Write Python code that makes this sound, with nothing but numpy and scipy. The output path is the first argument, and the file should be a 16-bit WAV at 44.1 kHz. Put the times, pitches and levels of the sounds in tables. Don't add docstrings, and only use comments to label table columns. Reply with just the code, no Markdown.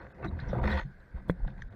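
import sys
import numpy as np
from scipy import signal
from scipy.io import wavfile
from scipy.ndimage import uniform_filter1d

SR = 44100
rng = np.random.default_rng(int(sys.argv[2]) if len(sys.argv) > 2 else 0)


def file_out(sig):
    cols = np.atleast_2d(sig).T
    lim = np.clip(cols, -1, 1)
    pcm = np.round(lim * 32767).astype(np.int16)
    wavfile.write(sys.argv[1], SR, pcm)


def gain_from_db(level_db):
    decades = np.asarray(level_db, float) / 20
    return 10 ** decades


N = 77175

# (frequency [Hz], level [dB per Hz])
WATER_SPECTRUM = [(150, -33.5), (250, -17.5), (400, 0), (800, -7.5), (1150, -12.5), (2000, -11.5),
                  (2900, -29), (4200, -28), (5500, -31), (15500, -40)]
# (time [s], rub level [dB], mount rumble [dB], rub
# brightness [dB per octave], slow sway [dB])
HAND_MOTION = [(0, -47.5, -50, -1.5, -42), (0.069, -62.5, -51, -5, -88), (0.119, -62, -57, 1.5, -83),
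               (0.212, -58, -47.5, -8.5, -70), (0.251, -38.5, -38, -0.5, -70), (0.283, -61, -37, -6.5, -59),
               (.42, -51.5, -43.5, 1, -40), (0.512, -49.5, -44.5, -2.5, -32.5), (0.558, -47, -32, -7.5, -65),
               (0.623, -49.5, -36, -3.5, -27.5), (0.639, -36, -33.5, -1, -33), (.68, -37, -39, 2, -42),
               (0.728, -34.5, -40, 2.5, -35), (0.793, -35, -58, 2, -43), (0.828, -48.5, -46, 1, -33.5),
               (.86, -74.5, -54.5, 8, -54), (1.1, -73.5, -59.5, 1, -58), (1.182, -57.5, -54, -3, -39.5),
               (1.241, -69, -49.5, -1, -49), (1.292, -51.5, -43, -3, -61), (1.34, -73, -51.5, -8.5, -53),
              (1.439, -66.5, -46, 1, -30.5), (1.502, -55, -46.5, 0, -44), (1.54, -78.5, -50, -10, -51.5),
              (1.602, -59, -47, 3.5, -46), (1.658, -78, -54.5, 6, -36.5), (1.75, -62.5, -51, -4, -78)]
# (frequency [Hz], width [Hz], level [dB])
MOUNT_MODES = [(73.4, 44, -1.5), (120, 37, -2), (190, 30.2, -6), (266.7, 36, -14)]
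# (start [s], length [s], level [dB], frequency [Hz])
MOUNT_SHUDDERS = [
    (0.604, 0.079, -25.5, 66.2),
    (.63, 0.032, -36.5, 518.4),
    (.64, 0.085, -30.5, 206.4),
    (.7, .11, -41, 529),
    (0.701, 0.095, -25.5, 71.3),
    (.71, 0.092, -36, 194.4),
]
# (time [s], level [dB], frequency [Hz], 60 dB decay [s])
MOUNT_THUDS = [(0.251, -32.5, 321.4, 0.11), (0.252, -32, 190, 0.24), (0.263, -25.5, 120, 0.049),
               (.322, -25.5, 82.2, 0.23), (0.424, -27, 120, 0.077), (0.474, -21.5, 60, 0.063),
               (.49, -35, 190, 0.278), (0.531, -19, 542, 0.027), (.531, -40, 332, 0.034),
               (0.534, -25, 168, 0.082), (0.563, -29, 111.3, 0.33), (0.85, -30, 136.3, 0.15),
               (0.858, -43.5, 186, 0.26), (1.141, -26, 62, 0.14), (1.14, -41, 185, 0.14),
               (1.396, -41.5, 111.6, 0.16), (1.464, -33, 132, 0.2), (1.59, -41.5, 120, 0.33),
               (1.699, -40.5, 102, 0.29)]
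# (time [s], level [dB], frequency [Hz], 60 dB decay [s])
CASE_TICKS = [(0.0145, -51, 1660, 0.062), (0.049, -49, 1500, 0.06), (.067, -43, 1500, 0.023),
              (0.2341, -48, 950, 0.099), (0.245, -37, 1545, 0.06), (0.249, -54.5, 3930, 0.029),
              (0.3118, -44, 1167, 0.035), (0.389, -42.5, 1690, 0.096), (0.4, -45, 4180, 0.039),
              (0.439, -53, 1550, 0.18), (0.485, -58.5, 5500, 0.12), (.49, -61, 3520, 0.39),
              (.532, -38.5, 1320, 0.094), (.55, -37.5, 750, 0.13), (.588, -42, 690, 0.14),
              (0.633, -35.5, 1500, 0.078), (.983, -54, 770, 0.039), (1.2973, -41, 2010, 0.049),
              (1.2932, -59.5, 3410, 0.042), (1.447, -42.5, 970, 0.03), (1.478, -40.5, 1667, 0.036),
              (1.477, -37.5, 730, 0.033), (1.475, -53, 3650, 0.023), (1.579, -48, 1820, 0.017),
              (1.59, -47.5, 814, 0.028), (1.6205, -38, 1720, 0.022), (1.6196, -46.5, 3490, 0.015),
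              (1.621, -53.5, 6130, 0.018), (1.699, -52, 1500, 0.025),
              (0.6552, -33.5, 1210, 0.033), (0.685, -36, 1720, 0.059), (.777, -37, 1150, 0.031),
              (1.164, -66, 1950, 0.051), (1.181, -52.5, 1040, 0.07), (1.31, -66, 7500, .015),
              (1.383, -56, 1070, .03), (1.403, -48.5, 740, 0.025), (1.428, -50, 700, 0.026),
              (1.447, -47, 1500, 0.025), (1.443, -42.5, 554, 0.04), (1.495, -71, 3600, 0.14),
              (1.58, -67, 3370, 0.018), (1.6225, -59, 4860, 0.0099), (1.6185, -66, 2560, 0.01),
              (1.723, -57, 720, 0.073), (1.723, -55, 1750, 0.036), (1.724, -68, 3500, 0.032),
              (0.249, -62.5, 5970, 0.068), (1.002, -66, 4020, 0.025)]
# (time [s], level [dB], contact [ms])
CASE_KNOCKS = [
    (.2475, -30, .5),
    (.639, -25, .6),
    (.654, -24, .7),
    (.708, -23, .7),
    (1.2972, -10, .8),
]
# (frequency [Hz], level [dB], 60 dB decay [s])
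SHELL_MODES = [(60, -18.5, 0.16), (175.5, -2.5, 0.12), (310, 0, 0.018), (495, 4, 0.015),
               (730, -19.5, 0.006), (1060, -1.5, 0.0088), (1580, 7, 0.0076), (2290, -39, .015)]
# (start [s], length [s], level [dB], frequency [Hz])
NARROW_WHISTLES = [(0.27, 0.023, -54.5, 3900), (.229, .027, -54.5, 2600), (.64, 0.062, -72, 5140),
                   (.675, 0.046, -73, 6100), (.735, 0.021, -61, 5800), (.76, 0.081, -66.5, 6410),
                   (.68, 0.18, -78, 6100), (.685, 0.021, -72, 12000), (.725, 0.027, -80, 8720),
                   (.755, 0.056, -75, 8800), (.7, 0.034, -50, 3900), (.76, .045, -55.5, 3200),
                   (.71, 0.038, -38.5, 1870), (1.29, 0.016, -52, 3400), (1.28, 0.04, -71, 4200),
                   (1.283, 0.035, -66, 8700), (1.285, 0.029, -72, 12300), (1.285, .032, -72, 16000),
                   (.625, .035, -72, 13500)]
# (time [s], level [dB], brightness [dB per octave])
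SKIN_SNAPS = [(0.2448, -26, 10), (0.3905, -36, 6), (0.5327, -37, 1), (0.6364, -28, -1), (0.6544, -35, 2),
              (0.6684, -35, 3), (0.6853, -29.5, -1), (0.7024, -30, 2), (0.7094, -25.5, 3), (0.7174, -19, 4),
              (0.7364, -32, 3), (0.7424, -28, 1), (0.7514, -35, 3), (0.7704, -35, 3), (0.7771, -21, -7),
              (0.7874, -32, 3), (0.7974, -39, 5), (1.2965, -32, 10.5), (1.479, -39, 1), (1.5808, -42, 2),
              (1.6207, -38.5, 3)]
# (frequency [Hz], width [Hz], level [dB])
HOUSING_MODES = [(379, 114, -4.5), (527, 92, -2), (673, 149, -3), (930, 153, -4), (1148, 150, -7.5),
                 (1525, 180, -6), (1888, 400, -4.5), (2401, 155, -18), (3500, 840, -16.5), (4130, 310, -24),
                 (4890, 570, -31.5), (6410, 70, -39.5)]
# (start [s], length [s], cut [Hz], one band left [Hz])
TREBLE_DROPOUTS = [
    (.004, .012, 2300, 4200),
    (.128, .016, 2200, 2600),
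    (.231, .014, 2900, 3850),
    (.598, .017, 2300, 3550),
    (1.688, .016, 2100, 3750),
]

PIVOT_HZ = 1500


def evened(x):
    return x / np.sqrt(np.mean(x ** 2) + 1e-20)


def add(mix, s, sound):
    part = mix[round(s * SR):][:len(sound)]
    part += sound[:len(part)]


def resonate(x, hz, width):
    turn = np.exp(2j * np.pi * hz * np.arange(len(x)) / SR)
    r = np.exp(-np.pi * width / SR)
    smooth = signal.lfilter([(1 - r) ** 2], [1, -2 * r, r * r], x / turn)
    return 2 * (turn * smooth).real


def handling(column):
    rows = np.array(HAND_MOTION)
    return np.interp(np.arange(N) / SR, rows[:, 0], rows[:, column])


def wandering(knots, step_s):
    return np.interp(np.arange(N) / SR, np.arange(len(knots)) * step_s, knots)


def water_wash():
    port_hz, port_width_hz, port_db, patch_db = 1580, 170, 11.5, 2
    hz = np.fft.rfftfreq(512, 1 / SR)
    real, imaginary, patches = rng.standard_normal((N // 128 + 6, 257, 3)).T
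    patches = uniform_filter1d(uniform_filter1d(patches, size=8, axis=0), size=14, axis=1)
    f, db = np.transpose(WATER_SPECTRUM)
    shape = np.interp(np.log(hz + 1), np.log(f), db)
    shape += port_db * np.exp(-((hz - port_hz) / port_width_hz) ** 2)
    z = (real + 1j * imaginary) * gain_from_db(shape[:, None] + patch_db * evened(patches))
    return gain_from_db(-63) * evened(signal.istft(z, nperseg=512, noverlap=384)[1][:N])


def mount_rumble():
    sway = evened(resonate(rng.standard_normal(N), 32.3, width=28.3))
    shaking = rng.standard_normal(N)
    modes = evened(sum(gain_from_db(db) * evened(resonate(shaking, hz, w)) for hz, w, db in MOUNT_MODES))
    return gain_from_db(handling(column=2)) * modes + gain_from_db(handling(column=4)) * sway


def mount_shudder(length, db, hz):
    t = np.arange(0, length, 1 / SR)
    return gain_from_db(db) * np.sqrt(np.sin(np.pi * t / length)) * np.sin(2 * np.pi * hz * t)


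def mount_thud(db, hz, t60):
    t = np.arange(SR // 2) / SR
    rise_cycles = 0.24
    rise = 1 - np.exp(-t * hz / rise_cycles)
    return gain_from_db(db - 60 * t / t60) * rise * np.sin(2 * np.pi * hz * t)


def tick(db, hz, t60, noise):
    t = np.arange(len(noise)) / SR
    puff = evened(resonate(noise, hz, width=9.8 * np.sqrt(hz)))
    return gain_from_db(db - 60 * t / t60) * np.minimum(t / 0.0006, 1) * puff


def case_knock(db, contact_ms):
    t = np.arange(SR // 4) / SR
    push = np.sin(np.pi * np.minimum(t[:200] / (contact_ms / 1000), 1)) ** 2
    ring = sum(gain_from_db(d - 60 * t / t60) * np.sin(2 * np.pi * hz * t) for hz, d, t60 in SHELL_MODES)
    hit = np.convolve(push, ring)
    return -gain_from_db(db) * hit / abs(hit).max()


def narrow_whistle(length, db, hz, noise):
    t = np.arange(0, length, 1 / SR)
    whistle = resonate(noise, hz, width=2.4 * np.sqrt(hz))
    line = evened(whistle[-len(t):])
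    return gain_from_db(db) * np.sqrt(np.sin(np.pi * t / length)) * line


def skin_snap(db, tilt):
    t = np.arange(SR // 30) / SR
    ring = np.zeros(len(t))
    for hz, w, d in HOUSING_MODES[3:]:
        decay = np.exp(-np.pi * 0.5 * w * t)
        level = gain_from_db(d + tilt * np.log2(hz / PIVOT_HZ)) * np.sqrt(w)
        ring += level * decay * np.sin(2 * np.pi * hz * t)
    return gain_from_db(db - 8.5) * ring / abs(ring).max()


def finger_rub():
    slips_per_s, slip_spread_db, hiss_db = 3600, 4.5, 1
    chatter_db, chatter_s = 3.5, 0.003
    wander_db, wander_s = 1.8, 0.03
    size = gain_from_db(slip_spread_db * np.minimum(rng.exponential(1, N), 5)) * rng.choice([-1., 1.], N)
    slips = evened(size * (rng.random(N) < slips_per_s / SR))
    drive = slips + gain_from_db(hiss_db) * rng.standard_normal(N)
    drive *= gain_from_db(chatter_db * wandering(rng.standard_normal(800), chatter_s))
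    brightness = handling(column=3)
    out = np.zeros(N)
    for hz, w, db in HOUSING_MODES:
        wander = wander_db * wandering(rng.standard_normal(120), wander_s)
        level = gain_from_db(db + wander + brightness * np.log2(hz / PIVOT_HZ))
        out += level * evened(resonate(drive, hz, w))
    return gain_from_db(handling(column=1) - 2) * out


def treble_grit(x):
    smooth_s, spread_db, low_hz, power = 0.033, 1.5, 4500, 1.62
    turn, strength, u = rng.random((N // 256 + 6, 513, 3)).T
    hz = np.fft.rfftfreq(1024, 1 / SR)[:, None]
    size = np.repeat(-np.log(u[:, ::4] + 1e-9), 4, axis=1)[:, :u.shape[1]]
    z = np.exp(2j * np.pi * turn) * strength * gain_from_db(spread_db * np.minimum(size, 2.5))
    z = z / (1 + (low_hz / (hz + 1)) ** 8)
    mids = signal.sosfilt(signal.butter(2, 250, "high", fs=SR, output="sos"), x)
    level = abs(uniform_filter1d(mids ** 2, int(smooth_s * SR))) ** (power / 2)
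    return gain_from_db(-17) * level * evened(signal.istft(z, nperseg=1024, noverlap=768)[1][:N])


def thinned(x):
    from_hz, share, skip_db = 4700, 0.6, -16
    hz, t, z = signal.stft(x, SR, nperseg=1024, noverlap=768)
    draw = rng.random((80, 256)).T
    draw = draw.repeat(2, axis=0).repeat(6, axis=1)[:512, :len(t)]
    draw = np.vstack([draw, draw[:1]])
    skip = draw < share * np.clip((hz[:, None] - from_hz) / 600, 0, 1)
    return signal.istft(z * gain_from_db(skip_db * skip), SR, nperseg=1024, noverlap=768)[1][:, :N]


def starved(x):
    t = np.arange(N) / SR
    out = x.copy()
    for s, length, cut_hz, kept_hz in TREBLE_DROPOUTS:
        gate = np.clip(np.minimum(t - s, s + length - t) / 0.00068 + 0.5, 0, 1)
        dull = signal.sosfiltfilt(signal.butter(6, cut_hz, fs=SR, output="sos"), x)
        kept = gain_from_db(8) * resonate(x[0], kept_hz, width=200)
        out += gate * (dull + kept - x)
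    return out


def scene():
    mix = water_wash() + mount_rumble()
    for s, *row in MOUNT_SHUDDERS:
        add(mix, s, mount_shudder(*row))
    for s, *row in MOUNT_THUDS:
        add(mix, s, mount_thud(*row))
    for s, *row in CASE_TICKS:
        add(mix, s, tick(*row, rng.standard_normal(6000)))
    for s, *row in CASE_KNOCKS:
        add(mix, s, case_knock(*row))
    for s, *row in NARROW_WHISTLES:
        add(mix, s, narrow_whistle(*row, rng.standard_normal(12000)))
    for s, *row in SKIN_SNAPS:
        add(mix, s, skin_snap(*row))
    mix += finger_rub()
    return mix[None]


def low_pass(x):
    return signal.sosfilt(signal.butter(12, 15620, fs=SR, output="sos"), x)


def record(dry):
    low_cut = signal.butter(2, 18, "high", fs=SR, output="sos")
    x = signal.sosfilt(low_cut, dry)
    gritty = x + treble_grit(x)
    return low_pass(starved(thinned(gritty)))


dry = scene()
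out = record(dry)
file_out(out)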